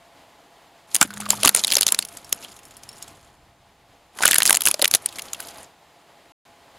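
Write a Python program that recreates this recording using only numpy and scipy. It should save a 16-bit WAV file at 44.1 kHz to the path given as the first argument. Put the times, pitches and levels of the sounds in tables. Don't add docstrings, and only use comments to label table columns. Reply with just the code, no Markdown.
import sys
import numpy as np
from scipy import signal
from scipy.io import wavfile
from scipy.ndimage import uniform_filter1d

SR = 44100
rng = np.random.default_rng(int(sys.argv[2]) if len(sys.argv) > 2 else 0)


def master_out(mix):
    frames = np.transpose(np.atleast_2d(mix))
    ceiling = np.clip(frames, -1, 1)
    pcm = np.round(ceiling * 32767).astype(np.int16)
    wavfile.write(sys.argv[1], SR, pcm)


N = 299174


def gain_of(db):
    return 10 ** (np.asarray(db) / 20)


def evened(x):
    return x / np.sqrt(np.mean(x ** 2) + 1e-20)


def curve(s, value):
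    return np.interp(np.arange(N) / SR, s, value)


def wavering(depth_db, samples):
    return gain_of(depth_db * evened(uniform_filter1d(rng.standard_normal(N), samples)))


def coloured(x, points):
    f, db = np.transpose(points)
    hz = abs(np.fft.fftfreq(4096, 1 / SR))
    log_gain = np.log(gain_of(np.interp(np.log(hz + 1), np.log(f + 1), np.maximum(db, -80))))
    taps = np.fft.ifft(np.exp(np.conj(signal.hilbert(log_gain)))).real[:2048]
    unit_taps = evened(taps) / np.sqrt(len(taps))
    return signal.oaconvolve(x, unit_taps)[:len(x)]


def resonate(x, hz, width_hz):
    r = np.exp(-np.pi * width_hz / SR)
    return signal.lfilter([1, 0, -r], [1, -2 * r * np.cos(2 * np.pi * hz / SR), r * r], x)


def ring(modes, t, luck, spread_db, detune):
    total = 0
    for (hz, db, t60), (level_luck, pitch_luck) in zip(modes, luck):
        fading = gain_of(db + spread_db * level_luck - 60 * t / t60)
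        total = total + fading * np.sin(2 * np.pi * hz * (1 + detune * pitch_luck) * t)
    return total


def splinters(per_s, spread_db, t60):
    struck = rng.random(N) < per_s / SR
    size = gain_of(spread_db * np.minimum(rng.exponential(1, N), 4)) * struck
    fading_power = gain_of(-120 * np.arange(800) / SR / t60)
    grains = np.sqrt(signal.oaconvolve(size ** 2, fading_power)[:N].clip(0))
    return evened(grains * rng.standard_normal(N))


# (time [s], relative level [dB], pitch of the snapping shard [Hz])
FRACTURES = [(0.9463, -1.5, 8790), (0.9535, -2.5, 9040), (0.9633, -6.5, 9470), (1.0127, 5, 7470),
             (1.0272, 0.5, 7530), (1.1052, -36, 4500), (1.1378, -29.5, 7010), (1.1713, -33.5, 6660),
             (1.2032, -20, 8900), (1.211, -29, 2770), (1.2554, -30.5, 3810), (1.2906, -23.5, 9200),
             (1.3045, 5.5, 7020), (1.4327, -4, 3300), (1.45, 2, 7200), (1.4581, 4, 7630),
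             (1.4748, 3, 10810), (1.4789, -3.5, 4700), (1.492, 6, 10140), (1.5486, 5, 9800),
             (1.5627, -9, 9450), (1.6379, -8.5, 4417), (1.6463, -7, 4100), (1.6704, -16.5, 8900),
             (1.6788, -11, 4300), (1.7031, -12.5, 5024), (1.7142, -12.5, 4080), (1.7208, -6.5, 3744),
             (1.725, -5, 10460), (1.7358, -8, 10150), (1.7423, -12, 6270), (1.7536, -5, 6020),
             (1.7684, 4, 4800), (1.7834, -10.5, 11010), (1.7874, -16.5, 3633), (1.8101, 1, 9850),
             (1.8207, -8, 5170), (1.8305, -4, 4453), (1.8667, -0.5, 6090), (1.8804, -8, 6455),
             (1.8869, -7, 3500), (1.9222, 1.5, 10550), (1.9457, -7.5, 4610), (1.9897, -2.5, 9010),
             (2.0245, -21.5, 4460), (2.0501, -22, 10340), (2.0859, -32.5, 9040), (2.1707, -26, 6690),
             (2.2455, -34.5, 5770), (2.293, -35.5, 10440), (2.327, -0.5, 6750), (2.5181, -39, 4760),
             (2.565, -37, 6200), (2.5901, -38, 2520), (2.6317, -41, 6900), (2.6526, -38.5, 9300),
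             (2.7087, -39, 1870), (2.7678, -34.5, 9300), (2.8339, -31, 5600), (2.89, -29.5, 9300),
             (2.929, -39, 9250), (2.981, -39.5, 9300), (3.0251, -23, 7140), (3.0793, -34.5, 7260),
             (4.1871, -24.5, 1840), (4.2353, -12.5, 1840), (4.2555, 11, 9760), (4.2784, 4, 7134),
             (4.287, -8, 1880), (4.3111, 3, 11390), (4.3181, -9.5, 3467), (4.331, -5, 1924),
             (4.3439, -1.5, 10400), (4.356, -6, 9420), (4.3607, -5.5, 9300), (4.3835, 6.5, 10070),
             (4.4034, -9.5, 2012), (4.4208, -4, 2562), (4.431, -4, 10100), (4.4543, -2.5, 6840),
             (4.4616, -2.5, 9960), (4.4679, -7, 6660), (4.4765, -4, 8860), (4.4956, 0, 10460),
             (4.5065, 6, 9115), (4.528, 1.5, 9180), (4.5447, -8.5, 4416), (4.55, -4, 6810),
             (4.5582, -12, 7500), (4.57, -3, 9120), (4.6073, -10.5, 11050), (4.619, -8, 10460),
             (4.6361, -22.5, 10350), (4.6551, 1, 8690), (4.6634, -3, 10060), (4.6719, -2, 10880),
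             (4.6849, -3, 9700), (4.7126, -7.5, 10140), (4.742, -12.5, 5200), (4.7935, -25, 3000),
             (4.8168, -10.5, 4230), (4.8229, -0.5, 9600), (4.8444, 0.5, 3900), (4.8549, -5, 2870),
             (4.878, -9, 10130), (4.9122, -8.5, 9900), (4.9389, 2, 4250), (4.9492, 3.5, 9350),
             (4.9531, -6.5, 3908), (5.0598, -8.5, 9540), (5.0882, -32.5, 3700), (5.1253, -34, 2780),
             (5.1852, -21.5, 2670), (5.1932, -21.5, 2600), (5.22, -23.5, 9900), (5.3327, -16.5, 7330),
             (5.346, -31.5, 2860), (5.403, -21, 10200), (5.4244, -35, 12370), (5.4712, -36, 10500),
             (5.485, -32, 4800), (5.583, -39, 9700)]
# (frequency [Hz], relative level [dB])
FRACTURE_COLOUR = [(710, -33), (1200, -7.5), (2120, -2.5), (3120, -1.5), (4570, -1.5), (6940, 1.5),
                   (7830, -0.5), (11000, 3), (15100, -15), (16500, -34)]
# (frequency [Hz], relative level [dB], time to fall 60 dB [s])
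SHELL_NOTES = [(5450, -2, .05), (6900, -2, .04), (7500, -8, .04), (8700, -1, .025), (10300, -3, .02)]
# (from [s], to [s])
FREE_BALL = (2.2, 3.3)


def cracks(tone_db=1.0, held_db=-34, free_db=-11, tap_db=-4, rattle_db=-30, rattle_t60=0.032,
           width_hz=900, stray_db=-5, swell_db=-17, swell_s=0.0013, jolt_db=-23, jolt_t60=0.02):
    lead = 400
    t = (np.arange(6000) - lead) / SR
    after = np.maximum(t, 0)
    tear, out = np.zeros(N + len(t)), np.zeros(N + len(t))
    noise = rng.standard_normal((len(FRACTURES), 3, len(t)))
    luck = rng.standard_normal((len(FRACTURES), len(SHELL_NOTES), 2))
    stray_hz = 2000 * 6 ** rng.random(len(FRACTURES))
    swell = gain_of(swell_db) * np.exp(-abs(t) / swell_s)
    rattle = (t > 0) * gain_of(rattle_db - 60 * t / rattle_t60)
    jolt = gain_of(jolt_db - 60 * after / jolt_t60) * np.minimum(after / 0.0012, 1)
    for (s, db, hz), (a, b, c), shard, other_hz in zip(FRACTURES, noise, luck, stray_hz):
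        start = round(s * SR) - lead
        at, size = slice(start, start + len(t)), gain_of(db)
        loose = FREE_BALL[0] < s < FREE_BALL[1] and db < -15
        t60 = 0.0086 * (6000 / hz) ** 0.067 * np.exp(-0.0419 * db)
        fall = np.minimum(after / 0.00033, 1) * gain_of(-60 * after / np.maximum(t60, .003)) + swell
        fall = fall * gain_of(tap_db if loose else 0)
        tear[at] += size * (.5 * a * fall + rattle * b)
        own = evened(resonate(c, hz, width_hz))
        stray = gain_of(stray_db) * evened(resonate(c, other_hz, width_hz))
        out[at] += size * gain_of(tone_db) * 0.54 * fall * (own + stray)
        out[at] += size * gain_of(free_db if loose else held_db) * ring(SHELL_NOTES, after, shard, 5.5, .02)
        out[at] += size * jolt * evened(resonate(b, 560, 1000))
    return (coloured(tear, FRACTURE_COLOUR) + out)[:N]


# (time [s], level [dB], time to fall 60 dB [s])
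COLLAPSES = [(0.956, -33.5, .3), (1.024, -21, 0.094), (1.15, -47, 0.29), (1.213, -44.5, 0.63),
             (1.311, -28, .48), (1.464, -20, .14), (1.574, -21, 0.15), (1.877, -28.5, .14),
             (1.938, -37, 0.15), (1.999, -42, 0.15), (2.335, -46.5, .23), (2.413, -38.5, 0.44),
             (4.233, -23, 0.68), (4.392, -30, 0.21), (4.476, -23.5, .42), (4.675, -19, .11),
             (4.831, -37, .3), (4.948, -17.5, 0.062), (5.066, -43, 0.16), (5.158, -37.5, .12),
             (5.257, -37.5, 0.15), (5.403, -46, .15)]
# (time [s], level [dB])
GRINDING = [
    [(0.869, -64.5), (0.933, -45.5), (1.09, -60.5), (1.6, -48), (1.728, -33.5), (1.86, -42), (2.07, -57.5),
     (2.18, -47.5), (2.6, -63.5), (3.03, -50), (3.399, -68)],
    [(4.12, -65), (4.22, -29.5), (4.3, -50.5), (4.77, -49), (5.0, -53), (5.24, -47.5), (5.31, -51.5),
     (5.478, -46.5), (5.64, -53.5), (5.7, -81)],
]
# (frequency [Hz], relative level [dB])
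SQUEEZE_COLOUR = [(15, -49.5), (25, -15.5), (168, -6.5), (221, 0.5), (262, -1.5), (1270, -3), (2500, -14),
                  (3250, -45), (5500, -120)]


def crunch(pitched=0.54, squeeze_db=-19, follow=0.66, lumps_db=2.5):
    t = np.arange(N) / SR
    caving_power = 0
    for s, db, t60 in COLLAPSES:
        drop_db = np.maximum(803.5 * (s - t), 60 * (t - s) / t60)
        caving_power = caving_power + gain_of(db - drop_db) ** 2
    grinding = gain_of(curve(*np.transpose(GRINDING[0] + GRINDING[1])))
    level = np.sqrt(caving_power + grinding ** 2)
    rolling = 0
    for rows in GRINDING:
        first, last = rows[0][0], rows[-1][0]
        rolling = rolling + curve([first, first + 0.023, last - .05, last], [0, 1, 1, 0])
    bits = 0
    for hz in np.geomspace(2400, 12000, 7):
        clumps = wavering(4, 900)
        bits = bits + evened(resonate(clumps * splinters(200, 4., .014), hz, .25 * hz))
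    fine = evened(coloured(splinters(900, 4., .01) + pitched * bits, FRACTURE_COLOUR))
    fine *= wavering(3, 1100) * gain_of(-1)
    lumps = wavering(lumps_db, 500)
    dull = evened(coloured(lumps * rng.standard_normal(N), SQUEEZE_COLOUR))
    return rolling * (level * fine + gain_of(squeeze_db) * level ** follow * dull)


# (time [s], relative level [dB], pitch [Hz])
POPS = [(1.0139, -2, 1404), (1.015, -15.5, 257.4), (1.0271, -13, 1477), (1.051, -30, 274),
        (1.105, -28, 1500), (1.13, -33.5, 1290), (1.1712, -26, 1410), (1.2007, -26.5, 805),
        (1.221, -28.5, 1250), (1.262, -22.5, 1210), (1.287, -25, 618.5), (1.3317, -19, 907),
        (1.4312, -15.5, 655), (1.4468, -7, 1150), (1.459, -13, 271), (1.4787, -16.5, 1390),
        (1.4928, -19, 1430), (1.5468, -21.5, 1376), (1.7232, -30, 570), (1.7674, -21, 563),
        (1.9224, -23.5, 1040), (4.188, -25, 1480), (4.206, -22.5, 910), (4.2185, -21, 749),
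        (4.2262, -21, 1440), (4.2338, -6.5, 1515), (4.2517, -5.5, 1464), (4.2801, -18, 1588),
        (4.3087, -16, 1689), (4.3327, -14, 1870), (4.3411, -18.5, 1757), (4.3577, -14.5, 1740),
        (4.3819, -22.5, 1582), (4.4039, -17.5, 1893), (4.421, -18.5, 1669), (4.4927, -13.5, 1584),
        (4.506, -16, 877), (4.5266, -21.5, 1001), (4.5422, -23, 723.4), (4.6703, -17, 1679),
        (4.6859, -21.5, 950), (4.7417, -24.5, 590), (4.7949, -21.5, 600), (4.822, -10.5, 570),
        (4.8411, -11, 1950), (4.9379, -14.5, 1905), (5.335, -34, 1140), (5.4, -32, 1520)]


def knocks(t60=0.032, thud_db=-5, thud_t60=0.017, rough=0.74):
    t, out = np.arange(4000) / SR, np.zeros(N + 4000)
    noise = rng.standard_normal((len(POPS), 2, len(t)))
    onset = np.minimum(t / .0008, 1)
    for (s, db, hz), (a, b) in zip(POPS, noise):
        pop = np.sin(2 * np.pi * hz * t) + rough * evened(resonate(a, hz, 0.19 * hz))
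        thud = gain_of(thud_db - 60 * t / thud_t60) * evened(resonate(b, 1200, 1400))
        longer = (1000 / hz) ** 0.15
        fall = gain_of(-60 * t / t60 / longer)
        out[round(s * SR):][:len(t)] += gain_of(db) * onset * (pop * fall + thud)
    return out[:N]


# (time [s], pitch [Hz], level [dB])
SKID_PATH = [(1.03, 1600, -41), (1.1, 1496, -47.5), (1.38, 1204, -44)]


def skid(width_hz=160):
    s, hz, db = np.transpose(SKID_PATH)
    turn = np.exp(2j * np.pi * np.cumsum(curve(s, hz)) / SR)
    r = np.exp(-np.pi * width_hz / SR)
    note = (turn * signal.lfilter([1 - r], [1, -r], splinters(90, 2.5, .03) / turn)).real
    on = curve([s[0], s[0] + .01, s[-1] - .03, s[-1]], [0, 1, 1, 0])
    return gain_of(curve(s, db)) * evened(note) * on


# (time [s], pitch [Hz], level [dB])
SHUDDER = [(1.05, 202.6, -48.5), (1.251, 207.8, -38), (1.41, 203.8, -41.5), (1.6, 196.5, -53.5),
           (2.1, 204.6, -63)]


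def groan(waver_db=2.2, under_db=-7):
    s, hz, db = np.transpose(SHUDDER)
    on = curve([s[0] - .02, s[0], s[-1], s[-1] + 0.023], [0, 1, 1, 0])
    waver = wavering(waver_db, 1500)
    note = np.sqrt(2) * waver * np.sin(2 * np.pi * np.cumsum(curve(s, hz)) / SR)
    under = gain_of(under_db) * evened(resonate(rng.standard_normal(N), 112, 30))
    return on * gain_of(curve(s, db)) * (note + under)


# (frequency [Hz], relative level [dB])
TRAFFIC_COLOUR = [(15, -40), (25, -7), (220, -15), (266, -9), (378, -11.5), (706, -8.5), (1510, -16),
                  (1930, -15), (11000, -30.5), (15200, -36.5), (16500, -58)]
# (frequency [Hz], width [Hz], level against the wash [dB])
ENGINE_NOTES = [(163, 30, -18), (683.6, 13, -7), (833, 30, -8.5), (1006, 190, -10.5)]
# (time [s], street level [dB], rumble level [dB])
BACKGROUND = [(0, -54, -73), (0.899, -55, -85), (2.101, -53, -64), (3.1, -53, -57.5), (3.4, -58.5, -59.5),
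              (4.099, -58, -65.5), (5.002, -50, -69), (5.6, -48, -66.5), (5.72, -56.5, -86),
              (6.461, -53, -76)]


def street(swell_db=-0.86):
    s, wash_db, rumble_db = np.transpose(BACKGROUND)
    swell = wavering(swell_db, 3000)
    no_bass = signal.butter(2, 60, "high", fs=SR)
    wash = evened(signal.lfilter(*no_bass, coloured(rng.standard_normal(N), TRAFFIC_COLOUR)))
    notes = 0
    for hz, width_hz, db in ENGINE_NOTES:
        notes = notes + gain_of(db) * evened(resonate(rng.standard_normal(N), hz, width_hz))
    rumble = evened(resonate(resonate(rng.standard_normal(N), 60, 130), 60, 130))
    return swell * (gain_of(curve(s, wash_db)) * (wash + notes) + gain_of(curve(s, rumble_db)) * rumble)


# (frequency [Hz], relative level [dB])
DIFFERENCE_TILT = [(25, 15), (120, 7.5), (500, 10.5), (1200, 5), (3000, 2.5), (15000, 11.5)]
# (frequency [Hz], relative level [dB])
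HISS_COLOUR = [(500, -18), (3000, -1), (8000, -1), (16000, -7.5)]


def scene(share=.45):
    mid = cracks() + crunch() + knocks() + skid() + groan() + street()
    hiss = gain_of(-68.0) * coloured(rng.standard_normal(N), HISS_COLOUR)
    apart = gain_of(-20) * coloured(mid, DIFFERENCE_TILT) + hiss
    z = signal.stft(apart, nperseg=1024)[2]
    field = evened(uniform_filter1d(rng.standard_normal(z.shape), size=24, axis=0))
    field = field + .5 * rng.standard_normal(z.shape[1])
    patches = uniform_filter1d(field, size=2, axis=1) > np.quantile(field, 1 - np.clip(share, .05, 1))
    scramble = np.exp(2j * np.pi * rng.random(z.shape))
    side = signal.istft(z * patches * scramble, nperseg=1024)[1][:N]
    return np.array([mid + side, mid - side])


def low_pass(x):
    return signal.sosfilt(signal.butter(12, 16740, fs=SR, output="sos"), x)


# (frequency [Hz], relative level [dB])
HOUSING = [(2400, -1), (3200, 1), (5000, 0.5), (5750, -3), (6500, 0.5), (7600, 0.5), (8200, -2.5),
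           (9000, 0)]
# (from [s], to [s])
GAP = (6.321, 6.452)


def record(dry):
    t = np.arange(N) / SR
    sounding = (t < GAP[0]) | (t > GAP[1])
    clipped = np.clip([coloured(x, HOUSING) for x in dry], -.9, .9)
    limited = signal.oaconvolve(clipped, signal.firwin(255, 16300, fs=SR)[None], "same")
    mix = limited * sounding
    return low_pass(mix)


dry = scene()
out = record(dry)
master_out(out)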